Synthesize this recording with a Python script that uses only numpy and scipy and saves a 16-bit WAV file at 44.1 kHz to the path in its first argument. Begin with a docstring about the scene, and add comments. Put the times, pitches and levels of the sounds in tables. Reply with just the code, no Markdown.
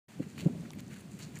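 """Hooves of two ridden horses thud on a dirt arena, two dull, close impacts standing out from the rest.
Each impact is a damped low vibration with a hollow knock and a puff of air and earth. The hooves also
scuff through the sandy dirt and throw grit that ticks as it lands, while bit and buckles clink faintly.
Beneath lie a low rumble of wind and soft footfalls and a faint outdoor hiss. All starts after a brief
silence."""
import sys
import numpy as np
from scipy.fft import rfft, irfft, next_fast_len
from scipy.io import wavfile
from scipy.ndimage import map_coordinates

SR = 44100
rng = np.random.default_rng(int(sys.argv[2]) if len(sys.argv) > 2 else 0)


def put_to_file(sound):
    """Save the sound as 16-bit audio at rate SR, in the file named by the first command-line argument."""
    columns = np.atleast_2d(sound).T  # one column per channel
    safe = np.clip(columns, -1, 1)
    whole_steps = np.round(safe * 32767)
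    wavfile.write(sys.argv[1], SR, whole_steps.astype(np.int16))


N = 61739

# Spectra of the outdoor hiss and of the rumble. Each row: frequency in Hz, relative level in dB.
HISS_SPECTRUM = [(300, 0), (800, 0.5), (1300, -2), (2400, -2), (3700, -7), (4500, -5), (5100, -10.5),
                 (7200, -7), (9500, -11.5), (11300, -18), (14500, -17)]
RUMBLE_SPECTRUM = [(20, -16), (40, -7.5), (65, -8), (100, -5.5), (135, -1), (180, -0.5), (230, -1.5),
                   (320, -10), (450, -19), (700, -25), (1200, -53.5), (3000, -88)]
# Their envelopes. Each row: time in seconds, level in dB.
HISS_ENVELOPE = [(0.09, -59), (0.18, -63), (0.33, -61), (0.6, -60.5), (0.84, -61), (1.07, -61.5),
                 (1.4, -59.5)]
RUMBLE_ENVELOPE = [(0.083, -59.5), (0.15, -56), (0.19, -46), (0.23, -46), (0.298, -53), (0.401, -41.5),
                   (0.52, -40.5), (0.63, -42), (0.71, -47), (0.77, -43.5), (0.84, -47), (0.92, -47.5),
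                   (1.04, -50), (1.14, -47), (1.25, -46), (1.4, -46)]
# Clinks of bit and buckles. Each row: start in seconds, level in dB, frequency in Hz.
TACK_CLINKS = [(0.752, -61, 14000), (0.97, -60, 10240), (0.993, -61, 9500), (1.008, -56.5, 10100),
               (1.009, -64, 13900)]
# Clods and stones landing. Each row: start in seconds, peak level in dB, centre frequency in Hz,
# width in octaves, 60 dB decay time in seconds.
GRIT_TICKS = [(0.3797, -36.5, 1670, 0.86, 0.021), (0.3832, -43.5, 9000, 0.81, 0.0071),
              (0.3955, -43, 2680, 0.26, 0.026), (0.4839, -33.5, 393, 0.81, 0.025),
              (0.6091, -48.5, 7000, 0.41, 0.0067), (0.7055, -37.5, 3960, .7, 0.0057),
              (0.7055, -48, 940, 0.33, 0.022), (0.716, -44.5, 11000, 1.4, 0.0066),
              (0.7336, -42, 11000, 0.98, 0.0085), (0.7343, -43.5, 2550, 0.34, 0.012),
              (0.7957, -45.5, 4000, 0.65, 0.0053), (0.8045, -38, 9000, 4.5, 0.0064),
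              (0.8645, -54, 6500, 0.25, 0.011), (0.8805, -51, 6500, .4, 0.0089),
              (0.9095, -55, 1700, .6, 0.018), (0.9417, -45, 2600, 1.1, 0.004),
              (1.1175, -55, 7460, 0.34, 0.01), (1.1905, -41.5, 6500, 0.61, 0.021),
              (1.3565, -42.5, 6800, 0.3, 0.011), (1.3683, -42, 1980, 0.33, 0.025),
              (1.3715, -44.5, 6890, 0.2, 0.015), (1.3886, -38, 8900, 0.46, 0.0086)]
# Scuffs through the dirt. Each row: time of full level in seconds, level in dB, rise, hold and
# 60 dB decay times in seconds, centre of one band in Hz, gain of that band in dB.
HOOF_SCUFFS = [(0.11, -67, 0.007, 0.0079, 0.059, 1600, 9), (0.222, -57.5, 0.015, 0.01, 0.14, 1790, 10.5),
               (0.287, -63, .01, 0.021, .15, 7000, 6), (0.397, -49, 0.034, .017, 0.1, 3270, 6.5),
               (0.434, -60, .02, 0.034, 0.33, 2000, 4), (0.655, -56, 0.0088, 0.0067, 0.022, 1550, 24),
               (0.787, -54.5, 0.009, 0.016, 0.035, 12000, -6), (0.906, -55, 0.0055, 0.031, 0.32, 1680, 7),
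               (0.978, -61.5, 0.027, 0.031, 0.095, 10000, 2), (1.114, -63, 0.018, .04, 0.45, 7700, 8),
               (1.191, -55.5, 0.0083, 0.032, 0.062, 2010, 4.5),
               (1.224, -52.5, 0.018, 0.0096, 0.19, 4900, 13), (1.357, -55.5, 0.028, 0.012, 0.14, 1840, 3)]
# Spectrum of sliding dirt. Each row: frequency in Hz, relative level in dB.
DIRT_SPECTRUM = [(400, -17), (900, -1.5), (1500, 0), (2000, 1), (2700, 2), (3600, -5.5), (4400, 1.5),
                 (5100, -10.5), (6000, -4.5), (7100, 2), (8500, -4.5), (9600, -7), (11300, -13),
                 (14500, -11)]
# Hoof impacts. Each row: start in seconds, body level in dB, body frequency in Hz,
# body hold in seconds, knock level in dB, factor on the knock's frequencies.
HOOF_THUDS = [(0.1971, -31.5, 163, 0.013, -28, 0.961), (0.2185, -36.5, 206, 0.0068, -47, 1.13),
              (0.2635, -37, 171, 0.0093, -60, 1.3), (0.4292, -31, 159.5, 0.0087, -52, 1.0),
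              (0.4585, -17.5, 163, 0.016, -26.5, 1.029), (0.492, -35.5, 238, 0.035, -46.5, 1.19),
              (0.548, -36.5, 150, 0.0177, -44.5, 1.18), (0.7705, -54, 197, 0.0079, -58, 1.4),
              (0.921, -42, 180, 0.015, -56, 1.0), (1.134, -40.5, 193, 0.017, -54, 1.0)]
# Modes of the hollow knock. Each row: frequency in Hz before that factor, relative level in dB.
HOLLOW_MODES = [(298, 0), (385, -21), (530, -12), (650, -31)]
# Spectrum of the air and earth after a thud. Each row: frequency in Hz, relative level in dB.
PUFF_SPECTRUM = [(40, -41), (120, -34), (220, -33), (380, 9.5), (600, -16), (1000, -20), (2000, -51),
                 (5000, -78)]


def amp(db):
    """Amplitude grows tenfold for every 20 dB."""
    return 10 ** (np.asarray(db) / 20)


def unit_rms(x):
    """Dividing by the root mean square gives a signal unit power."""
    return x / np.sqrt(np.mean(x ** 2) + 1e-20)


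def clock():
    """Uniform sampling: the time of every sample in seconds."""
    return np.arange(N) / SR


def fade(t, t60):
    """Exponential decay: 1 until t = 0, then 60 dB down every t60 seconds."""
    return amp(-60 * np.maximum(t, 0) / t60)


def wobble(knots_per_s):
    """Spline interpolation between random knots gives a smooth fluctuation."""
    return map_coordinates(rng.standard_normal(256), [clock() * knots_per_s], mode="mirror")


def bell(hz, centre_hz, octaves):
    """A band-pass response, Gaussian in log frequency."""
    return np.exp(-0.5 * (np.log2((hz + 1) / centre_hz) / octaves) ** 2)


def filtered(x, response):
    """Linear filtering multiplies the spectrum by a frequency response."""
    size = next_fast_len(N + 8192)
    return irfft(rfft(x, size) * response(np.fft.rfftfreq(size, 1 / SR)), size)[:N]


def coloured(x, spectrum):
    """Spectral shaping by levels interpolated in log frequency; the result has unit power."""
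    knot_hz, knot_db = np.transpose(spectrum)
    return unit_rms(filtered(x, lambda hz: amp(np.interp(np.log(hz + 1), np.log(knot_hz + 1), knot_db))))


def air_hiss():
    """Outdoor air is faint broadband noise, wavering by slight random amplitude modulation."""
    level_db = np.interp(clock(), *np.transpose(HISS_ENVELOPE))
    waver_db = 1.33 * wobble(knots_per_s=12.4)
    return amp(level_db + waver_db) * coloured(rng.standard_normal(N), HISS_SPECTRUM)


def wind_and_footfall_rumble():
    """Wind and soft footfalls merge into low-frequency noise under an envelope that swells and eases."""
    level_db = np.interp(clock(), *np.transpose(RUMBLE_ENVELOPE))
    return amp(level_db) * coloured(rng.standard_normal(N), RUMBLE_SPECTRUM)


def tack_clinks(width_hz=200):
    """Resonance: small metal parts ring briefly, each in a narrow, very high band."""
    out = np.zeros(N)
    for start, db, ring_hz in TACK_CLINKS:
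        t = clock() - start
        noise = rng.standard_normal(N)
        ring = unit_rms(filtered(noise, lambda hz: np.exp(-0.5 * ((hz - ring_hz) / width_hz) ** 2)))
        out += amp(db) * ring * (t >= 0) * fade(t, t60=0.023)
    return out


def grit_ticks():
    """Impact noise: each clod or stone lands with a quickly damped burst in its own band."""
    out = np.zeros(N)
    for start, db, centre_hz, octaves, t60 in GRIT_TICKS:
        t = clock() - start
        burst = rng.standard_normal(N) * (t >= 0) * fade(t, t60)
        crack = filtered(burst, lambda hz: bell(hz, centre_hz, octaves))
        out += amp(db) * crack / np.abs(crack).max()
    return out


def hoof_scuffs(grains_per_s=3500, grain_spread_db=6.5, sand_db=-7):
    """Granular friction: a hoof ploughs the dirt, coarse grains giving impulses and fine sand noise."""
    out = np.zeros(N)
    for crest, db, rise, hold, t60, band_hz, band_db in HOOF_SCUFFS:
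        t = clock() - crest
        impulses = (rng.random(N) < grains_per_s / SR) * rng.choice([-1, 1], N)
        grains = unit_rms(impulses * amp(grain_spread_db * rng.standard_normal(N)))
        sand = amp(sand_db) * rng.standard_normal(N)
        dirt = coloured(grains + sand, DIRT_SPECTRUM)
        scuff = unit_rms(filtered(dirt, lambda hz: amp(band_db * bell(hz, band_hz, octaves=0.63))))
        swell = np.exp(2 * np.minimum(t, 0) / rise)
        out += amp(db) * scuff * swell * fade(t - hold, t60)
    return out


def hoof_thuds(attack_s=0.0014, knock_hold_s=0.011, puff_db=-17.5):
    """Damped vibration: a few low cycles as the weight comes down, with a hollow knock and a low puff."""
    out = np.zeros(N)
    for start, body_db, body_hz, hold, knock_db, ratio in HOOF_THUDS:
        t = np.maximum(clock() - start, 0)
        attack = 1 - np.exp(-t / attack_s)
        body = np.sin(2 * np.pi * body_hz * t) * fade(t - hold, t60=0.015)
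        modes = sum(amp(db) * np.sin(2 * np.pi * hz * ratio * t) for hz, db in HOLLOW_MODES)
        knock = modes * fade(t - knock_hold_s, t60=0.021)
        # The puff's level is relative to the body's.
        puff = amp(puff_db) * coloured(rng.standard_normal(N), PUFF_SPECTRUM) * fade(t, t60=0.13)
        out += attack * (amp(body_db) * (body + puff) + amp(knock_db) * knock)
    return out


def scene():
    """Superposition: the sources add in one channel, as heard from the side of the arena."""
    background = wind_and_footfall_rumble() + air_hiss()
    return (background + hoof_thuds() + hoof_scuffs() + grit_ticks() + tack_clinks())[None]


def record(dry, silence_s=0.0815, fade_in_s=0.0064, low_cut_hz=91, top_hz=15300):
    """Gating and band limiting: after a brief silence the sound opens, without deep bass or top treble."""
    opening = np.clip((clock() - silence_s) / fade_in_s, 0, 1)
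    high_pass = lambda hz: hz ** 3 / np.hypot(hz ** 3, low_cut_hz ** 3)  # third-order Butterworth
    return filtered(dry[0] * opening, lambda hz: high_pass(hz) * (hz < top_hz))[None]


dry = scene()
out = record(dry)
put_to_file(out)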